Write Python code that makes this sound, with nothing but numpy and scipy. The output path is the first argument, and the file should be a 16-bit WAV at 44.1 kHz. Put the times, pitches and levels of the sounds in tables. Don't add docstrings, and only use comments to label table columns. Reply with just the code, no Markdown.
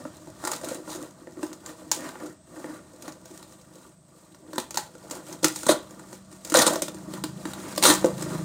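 import sys
import numpy as np
from scipy import signal
from scipy.fft import rfft, irfft
from scipy.io import wavfile

SR = 44100
rng = np.random.default_rng(int(sys.argv[2]) if len(sys.argv) > 2 else 0)


def transcribe(signal):
    frames = np.atleast_2d(signal).T
    limited = np.clip(frames, -1, 1)
    pcm = np.round(limited * 32767).astype(np.int16)
    wavfile.write(sys.argv[1], SR, pcm)


def amplitude_ratio(level_db):
    exponent = np.asarray(level_db, float) / 20
    return 10 ** exponent


N = 372204

# (frequency [Hz], relative level per Hz [dB])
AIR_COLOUR = [(26, -67), (45, 5.5), (170, 14), (338, 1), (432, -34), (624, 12), (741, -7), (1150, -7),
              (2410, -17), (8040, -12), (10500, -43), (14900, -34), (16700, -38)]
# (time [s], level [dB])
AIR_LEVEL = [(0, -50), (1.2, -55), (2.4, -56.5), (3.4, -56.5), (4.0, -61), (4.6, -57.5), (6, -55.5),
             (7, -51.5), (8.44, -44)]
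# (time [s], firing rate [firings per s])
ENGINE_FIRING = [(0, 27.5), (3, 26.9), (3.8, 26.3), (4.5, 27), (5.9, 27.2), (6.9, 27.3), (7.7, 27.45),
                 (8.1, 27.25), (8.44, 26.8)]
# (time [s], level of the seventh multiple [dB], swell of the two below it [dB])
ENGINE_NEARNESS = [(0, -63, -16), (2.5, -66, 5), (3.2, -58, -11), (3.9, -61, 3.5), (4.3, -67.5, 1),
                   (5.5, -54.5, 4), (6.3, -55.5, -17), (6.9, -50, -2), (7.3, -43, 6), (7.6, -47, -9),
                   (7.95, -39.5, -13), (8.1, -37.5, 0), (8.3, -40, 8), (8.44, -42.5, 11.5)]
# (multiple of the firing rate, level against the seventh [dB], share of the swell)
ENGINE_ORDERS = [(2, -24, 0), (3, -19, 0), (4, -18, 0), (5, -6, .4), (6, -6, 1), (7, 0, 0), (8, -12, 0),
                 (11, -13, 0), (14, -17, 0)]
# (start [s], length [s], level at its height [dB])
FLOOR_SLIDES = [(1.97, 0.18, -47), (2.152, .14, -53.5), (2.524, 0.32, -63), (3.03, 0.085, -61),
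                (7.47, 0.36, -49.5), (8.22, 0.24, -53)]
# (time [s], crack peak [dB], box knock [dB], wall and flap knock [dB], crack colour [Hz])
SNAPS = [(0.052, -44, -22.5, -31.5, 7360), (0.2727, -43, -33, -42.5, 8100), (0.4388, -29, -33, -29, 9200),
         (0.4503, -19, -53, -25.5, 9700), (0.4739, -21, -45, -23.5, 8780), (0.5165, -16.5, -32, -24, 8100),
         (0.5336, -23.5, -48, -26, 5400), (0.6128, -35, -34, -38, 9400), (0.6351, -34, -24, -36, 5070),
         (0.6868, -24, -48, -37, 9600), (0.7135, -37, -22.5, -43, 7400), (0.7456, -28.5, -42, -52, 8900),
         (0.876, -57, -27.5, -35.5, 4600), (0.902, -32, -35, -49, 7200), (0.9491, -30, -30, -45, 6890),
         (1.272, -52, -31, -40, 7800), (1.321, -45, -42, -61, 7500), (1.3716, -51, -31, -43, 7470),
         (1.393, -54, -32, -45, 7500), (1.4302, -29, -19.5, -27, 8660), (1.465, -36, -42, -49, 6870),
         (1.5162, -46, -35, -41, 7800), (1.5298, -31, -41, -41, 7200), (1.661, -26, -62, -44, 7840),
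         (1.915, -7.5, -29, -17.5, 7350), (2.06, -61, -39, -36, 8560), (2.09, -33, -34, -33.5, 4210),
         (2.155, -56, -35, -33, 7910), (2.2644, -40, -48, -38, 7910), (2.6434, -43, -26, -33, 8230),
         (2.935, -45, -39.5, -53, 8190), (3.0228, -33, -60, -61, 6440), (3.0796, -32, -27.5, -32.5, 6740),
         (3.122, -35, -46, -61, 6650), (3.256, -36.5, -40, -45.5, 6760), (3.311, -42, -35.5, -51, 6850),
         (3.427, -37, -49, -43, 4800), (3.523, -40, -57, -51, 7900), (3.6132, -45, -62, -68, 6740),
         (3.7555, -43, -42, -57, 8680), (4.346, -44.5, -45, -46, 5870), (4.532, -32.5, -29, -31, 4950),
         (4.5581, -33, -33, -35, 8600), (4.581, -15, -19.5, -17.5, 4270), (4.7076, -25, -42, -36, 7300),
         (4.7438, -24.5, -33, -35, 7060), (4.7557, -25, -40, -37, 3860), (4.7727, -12.5, -55, -16.5, 7450),
         (4.7825, -40, -28, -29, 8500), (4.952, -42, -38, -43.5, 8230), (5.1103, -22, -33, -33, 8000),
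         (5.29, -49, -33, -50, 7010), (5.3267, -29.5, -34, -38, 6450), (5.431, -20, -19.5, -43, 7070),
         (5.444, -1.5, -13.5, -12, 7800), (5.5597, -20.5, -50, -33, 8900), (5.632, -23.5, -30, -29.5, 9600),
         (5.666, -15.5, -20.5, -19.5, 9400), (5.692, -14, -3, -15, 4100), (5.9082, -37.5, -40, -55, 7100),
         (5.9947, -38.5, -41, -37.5, 8130), (6.1283, -32, -33.5, -36.5, 7160), (6.327, -40, -42, -48, 8900),
         (6.4485, -24, -38, -44, 7500), (6.4994, -19.5, -35, -40, 7260), (6.521, -18.5, -17.5, -25, 9300),
         (6.541, -5.5, -39, -13, 10000), (6.5475, -30, -6.5, -10.5, 7100), (6.571, -5.5, -9.5, -13, 7600),
         (6.5888, -5.5, -11, -22, 7150), (6.6182, -7, -37, -21, 5100), (6.666, -7, -13, -15, 9800),
         (6.6775, -11, -20, -17, 9300), (6.757, -20, -15, -24.5, 6000), (6.8202, -11, -17.5, -25.5, 9000),
         (6.8816, -26, -28.5, -29.5, 3750), (6.9451, -33, -35, -59, 9200), (7.0775, -58, -33.5, -60, 7540),
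         (7.1369, -28, -29, -33, 4100), (7.2385, -18, -23, -24.5, 4640), (7.454, -29, -24.5, -26, 4100),
         (7.5343, -27.5, -54, -32, 4050), (7.7608, -27, -39, -56, 6800), (7.7781, -15, -15.5, -21.5, 5000),
         (7.826, -10, -26, -24, 4100), (7.837, -1.5, -25, -19, 4300), (7.8525, -3.5, -15.5, -8.5, 4400),
         (8.0444, -23, -6, -21, 7850), (8.181, -30.5, -42, -50, 3630), (8.2093, -33, -34, -44, 7870),
         (8.2228, -24.5, -27, -31, 8800), (8.2606, -46, -22, -43, 8300)]
# (time [s], tape level [dB])
HAND_GRIP = [(0, -58.5), (1.1, -64.5), (1.9, -59.5), (2.3, -56), (2.4, -78), (2.5, -62), (3.85, -64),
             (4.0, -74), (4.15, -65.5), (4.5, -66), (5.0, -60.5), (6.1, -57), (6.249, -70.5), (6.45, -71),
             (7.0, -66), (7.4, -57), (8.44, -50.5)]
# (time of full force [s], time held [s], tape crackle level [dB], box creak level [dB])
HAND_PULLS = [(0.0, 0.0093, -54, -42.5), (0.46, 0.096, -42, -40), (0.66, 0.076, -43.5, -43),
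              (0.9, 0.061, -44, -41), (1.029, 0.01, -51.5, -41), (1.2, .02, -65.5, -52.5),
              (1.39, 0.028, -74, -54), (1.44, 0.01, -49, -43), (1.68, 0.023, -51, -42.5),
              (1.78, 0.039, -58, -52.5), (1.99, 0.097, -48.5, -39.5), (2.229, 0.01, -53, -40.5),
              (2.558, 0.2, -55, -44.5), (2.698, 0.01, -60, -41), (3.041, 0.056, -53, -47.5),
              (3.28, 0.025, -60, -56.5), (3.35, 0.046, -54, -55), (3.51, 0.018, -56.5, -61),
              (3.76, 0.12, -60.5, -58), (4.16, 0.1, -64, -69), (4.48, 0.01, -84, -46.5),
              (4.55, 0.014, -51.5, -50), (5.04, 0.024, -59, -50), (5.131, 0.039, -47, -40.5),
              (5.28, 0.062, -50, -47.5), (5.58, 0.15, -41.5, -62), (5.92, .02, -63, -55),
              (6.12, 0.026, -52, -57), (6.321, 0.039, -56, -57), (6.47, 0.019, -48.5, -48),
              (6.62, 0.12, -39, -31), (6.85, 0.063, -75, -47), (6.97, .07, -56, -48.5),
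              (7.121, 0.055, -48.5, -43), (7.22, 0.026, -62, -66), (7.475, 0.018, -45.5, -40.5),
              (7.59, 0.13, -47.5, -42.5), (7.9, 0.029, -25.5, -32), (8.06, 0.01, -42, -32),
              (8.21, 0.025, -42, -39), (8.31, 0.042, -44.5, -36.5)]
# (start [s], time until the fade [s], rise time [s], tape level [dB], box level [dB])
FAST_RIPS = [(0.405, 0.092, 0.016, -56, -50), (0.64, 0.15, 0.028, -68, -44.5),
             (0.87, 0.062, 0.077, -41, -73), (5.427, 0.023, 0.0034, -34, -37),
             (5.683, 0.036, 0.007, -22.5, -30.5), (6.547, 0.081, 0.0027, -22.5, -29),
             (6.656, 0.019, 0.014, -22.5, -40), (7.818, 0.088, 0.047, -16, -22.5)]
# (time [s], favoured frequency [Hz])
WORKED_SPOT = [(0, 322), (0.4, 340), (0.5, 577), (0.72, 604), (0.8, 318), (2.9, 306), (3.1, 513),
               (3.3, 342), (4.6, 354), (4.72, 626), (5.1, 550), (5.25, 332), (5.66, 450), (6.4, 328),
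               (6.55, 560), (6.78, 610), (6.95, 330), (7.75, 272), (7.86, 450), (8.05, 470), (8.44, 260)]
# (frequency [Hz], relative level [dB], time to fade by 60 dB when rubbed [s])
BOX_TONES = [(161, -16.5, 0.059), (202, -11, 0.056), (255, -8, 0.063), (307.8, -2, 0.085),
             (366.5, -3.5, 0.066), (470, -13, 0.018), (516, -4.5, 0.049), (605.7, -1.5, 0.05),
             (646.2, -9.5, 0.095)]
FLAP_TONES = [(844, -6, 0.04), (962.5, -1, 0.022), (1169, -3.5, 0.029), (1170, -2.5, 0.021),
              (1407, -3.5, 0.023), (1550, -13, 0.051), (1857, -5.5, 0.019), (1960, -34, 0.0079),
              (2730, -20, 0.026)]
# (frequency [Hz], relative level [dB], time to fade by 60 dB [s])
STRIP_TONES = [(3470, 3, 0.0084), (4100, 12.5, 0.005), (5050, 6.5, 0.0059), (5990, 8.5, 0.0036),
               (7300, -10.5, 0.0096), (7800, -17, 0.0078), (8900, -25, .005)]
# (frequency [Hz], relative level per Hz [dB])
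TAPE_COLOUR = [(1180, -25), (2000, -8.5), (2670, -10), (2910, -11.5), (3980, -4), (5490, -3), (7000, 1.5),
               (9090, 0), (11000, -11), (14900, -8.5), (16700, -14.5)]
RIP_COLOUR = [(1180, -54), (2000, 2), (2490, -20), (3170, 0.5), (4120, 5), (5250, -7.5), (6820, 5.5),
              (7380, -1), (8700, 6.5), (12000, -10.5), (14900, -7), (16700, -49)]


def rms_one(x):
    return x / np.sqrt(np.mean(x ** 2) + 1e-20)


def in_time(rows):
    s, *columns = np.transpose(rows)
    return [np.interp(np.arange(N) / SR, s, c) for c in columns]


def filtered(x, order, hz, kind):
    return signal.sosfilt(signal.butter(order, hz, kind, fs=SR, output="sos"), x)


def coloured(x, spectrum):
    hz, db = np.transpose(spectrum)
    grid = np.maximum(np.arange(2049) * SR / 4096, 10)
    log_level = np.interp(np.log(grid), np.log(hz), db) * np.log(10) / 20
    cepstrum = irfft(log_level)
    cepstrum[1:2048] *= 2
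    cepstrum[2049:] = 0
    response = irfft(np.exp(rfft(cepstrum)))
    return signal.fftconvolve(x, response)[:len(x)]


def drift(rate_hz):
    r = np.exp(-80 * np.pi * rate_hz / SR)
    noise = rng.standard_normal(N // 40 + 2002)
    slow = rms_one(signal.lfilter([1], [1, -2 * r, r * r], noise)[2000:])
    return np.interp(np.arange(N) / 40, np.arange(len(slow)), slow)


def ring(x, hz, t60):
    r, w = amplitude_ratio(-60 / (t60 * SR)), 2 * np.pi * hz / SR
    return signal.lfilter([0, np.sin(w)], [1, -2 * r * np.cos(w), r * r], x + 1e-18)


def grains(per_s, spread_db, clump_hz):
    luck_db = spread_db * np.minimum(rng.exponential(1, N), 3)
    sizes = amplitude_ratio(luck_db + 2.0 * drift(clump_hz))
    return sizes * rng.choice([-1, 1], N) * (rng.random(N) < per_s / SR)


def fading_power(clicks, t60):
    return signal.lfilter([1], [1, -amplitude_ratio(-120 / (t60 * SR))], clicks)


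def air():
    hiss = filtered(rng.standard_normal(N), 2, [7875, 8625], "band")
    far = rms_one(coloured(rng.standard_normal(N), AIR_COLOUR))
    far_level = amplitude_ratio(in_time(AIR_LEVEL)[0] + 0.53 * drift(3.2))
    return far_level * far + amplitude_ratio(-67 + 1.5 * drift(1.8)) * rms_one(hiss)


def engine():
    turn = 2 * np.pi * np.cumsum(in_time(ENGINE_FIRING)[0]) / SR
    level_db, swell_db = in_time(ENGINE_NEARNESS)
    out = np.zeros(N)
    for k, order_db, share in ENGINE_ORDERS:
        loudness_db = level_db + order_db + share * swell_db + 1.5 * drift(4.2)
        out += amplitude_ratio(loudness_db) * np.cos(k * turn - 0.302 * k * k)
    return np.sqrt(2) * out


def room(x):
    t60, level_db = 0.28, -10
    age = np.arange(round(.5 * SR)) / SR
    noise = rng.standard_normal((2, len(age))) * (age > .004)
    dull = filtered(noise[0], 2, 4100, "low") * amplitude_ratio(-60 * age / t60)
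    bright = noise[1] * amplitude_ratio(-60 * age / (0.51 * t60))
    tail = dull + bright
    return amplitude_ratio(level_db) * signal.fftconvolve(x, tail / np.sqrt(np.sum(tail ** 2)))[:N]


def slides():
    t, gain = np.arange(N) / SR, np.zeros(N)
    for s, length, db in FLOOR_SLIDES:
        gain += amplitude_ratio(db) * np.sin(np.pi * np.clip((t - s) / length, 0, 1))
    scrape = filtered(rng.standard_normal(N), 2, (805, 2170), "band")
    return gain * amplitude_ratio(2.2 * drift(25)) * rms_one(scrape)


def handling():
    swell_db_per_s, ease_db_per_s, after_fade_db_per_s = 224, 246, 251
    t = np.arange(0, N, 40) / SR
    s, grip_db = np.transpose(HAND_GRIP)
    power = amplitude_ratio(np.interp(t, s, grip_db) + np.array([[0], [5.5], [-0.5]])) ** 2
    for s, held, tape_db, box_db in HAND_PULLS:
        force_db = -swell_db_per_s * np.maximum(s - t, 0) - ease_db_per_s * np.maximum(t - s - held, 0)
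        rasp_db = tape_db + 0.69 * (box_db - tape_db) - 4
        power = power + amplitude_ratio(force_db + np.array([[tape_db], [box_db], [rasp_db]])) ** 2
    for s, *levels_db, hz in SNAPS:
        left_db = np.add(levels_db, (-22.5, -30, -30.5))[:, None] - after_fade_db_per_s * np.maximum(t - s, 0)
        power = power + (t > s) * amplitude_ratio(left_db) ** 2
    return [np.interp(np.arange(N) / SR, t, np.sqrt(p)) for p in power]


def rips():
    t, gains = np.arange(N) / SR, np.zeros((3, N))
    for s, length, rise, tape_db, box_db in FAST_RIPS:
        fade = amplitude_ratio(-60 * np.maximum(t - s - length, 0) / 0.081)
        shape = np.clip((t - s) / rise, 0, 1) * fade
        flap_db = (tape_db + box_db) / 2 - 2
        gains += amplitude_ratio(np.array([tape_db, box_db, flap_db]))[:, None] * shape
    return gains


def struck(tones, levels_db, favoured_hz, narrow_db, rubbing, scatter_db):
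    at = np.round(np.transpose(SNAPS)[0] * SR).astype(int)
    luck_db = scatter_db * rng.standard_normal((len(at), len(tones)))
    weight = amplitude_ratio(np.transpose(tones)[1]) ** 2
    luck_db = luck_db - 10 * np.log10(amplitude_ratio(luck_db) ** 2 @ weight / weight.sum())[:, None]
    dealt = rng.integers(0, len(tones), N)
    blows, rubbed = np.zeros(N), np.zeros(N)
    for k, (hz, level_db, t60) in enumerate(tones):
        off_db = -narrow_db * np.abs(np.log2(hz / favoured_hz))
        clicks = np.zeros(N)
        np.add.at(clicks, at, amplitude_ratio(levels_db + off_db[at] + luck_db[:, k]) * (-1) ** k)
        blows += amplitude_ratio(level_db) * ring(clicks, hz, 0.79 * t60)
        rubs = rubbing * (dealt == k) * amplitude_ratio(0.75 * off_db)
        rubbed += amplitude_ratio(level_db) * ring(rubs, hz, t60)
    return blows, rms_one(rubbed)


def ticks():
    dying = fading_power(grains(45, 5.5, 5.4) ** 2 + 1e-18, t60=0.016)
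    return amplitude_ratio(-7.5) * rms_one(coloured(rng.standard_normal(N) * np.sqrt(dying), TAPE_COLOUR))


def tape_crackle(spectrum, per_s, spread_db, fizz_t60, hiss_db, strip_db):
    releases = grains(per_s, spread_db, 45) ** 2
    dealt = rng.integers(0, len(STRIP_TONES), N)
    noise, skin_hiss = rng.standard_normal((2, N))
    fizz = noise * np.sqrt(fading_power(releases, fizz_t60))
    strip = np.zeros(N)
    for k, (hz, db, t60) in enumerate(STRIP_TONES):
        share = noise * np.sqrt(fading_power(releases * (dealt == k) + 1e-18, fizz_t60))
        strip += amplitude_ratio(db) * rms_one(ring(share, hz, t60))
    broad = coloured(rms_one(fizz) + amplitude_ratio(hiss_db) * skin_hiss, spectrum)
    return rms_one(rms_one(broad) + amplitude_ratio(strip_db) * rms_one(strip))


def cracks(t60, colour_db):
    out, age = np.zeros(N + 2048), np.arange(2048) / SR
    for s, peak_db, knock_db, flap_db, hz in SNAPS:
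        noise = rng.standard_normal(2048)
        burst = coloured(noise * amplitude_ratio(-60 * age / t60), TAPE_COLOUR)
        burst = rms_one(burst) + amplitude_ratio(colour_db) * rms_one(ring(burst, hz, .002))
        at = round(s * SR)
        out[at:at + 2048] += amplitude_ratio(peak_db) * burst / np.abs(burst).max()
    return out[:N]


def parcel():
    tape, box, flap = handling()
    rip_tape, rip_box, rip_flap = rips()
    worked_hz, = in_time(WORKED_SPOT)
    s, peak_db, knock_db, flap_db, hz = np.transpose(SNAPS)
    knocks, creak = struck(BOX_TONES, knock_db, worked_hz, 5.0, grains(1500, 4.5, 42), scatter_db=7.0)
    flaps, rasp = struck(FLAP_TONES, flap_db, worked_hz, 0.0, grains(2500, 5.0, 66), scatter_db=4.0)
    steady = tape_crackle(TAPE_COLOUR, per_s=700, spread_db=4.8, fizz_t60=0.045, hiss_db=-0.43, strip_db=-7.5)
    ripping = tape_crackle(RIP_COLOUR, per_s=980, spread_db=1.8, fizz_t60=0.0056, hiss_db=2.0, strip_db=-3.5)
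    crackle = tape * (steady + ticks()) + rip_tape * ripping
    body = (box + rip_box) * creak + (flap + rip_flap) * rasp + knocks + flaps
    body = filtered(body, 3, 150, "high")
    return crackle + body + slides() + cracks(t60=0.032, colour_db=-4.0)


def scene():
    near = parcel()
    return (near + room(near) + engine() + air())[None]


def roll_off(x):
    return signal.sosfilt(signal.butter(12, 15620, fs=SR, output="sos"), x)


def record(dry):
    thin = filtered(dry, 4, 50, "high")
    mix = np.tanh(thin)
    return roll_off(mix)


dry = scene()
out = record(dry)
transcribe(out)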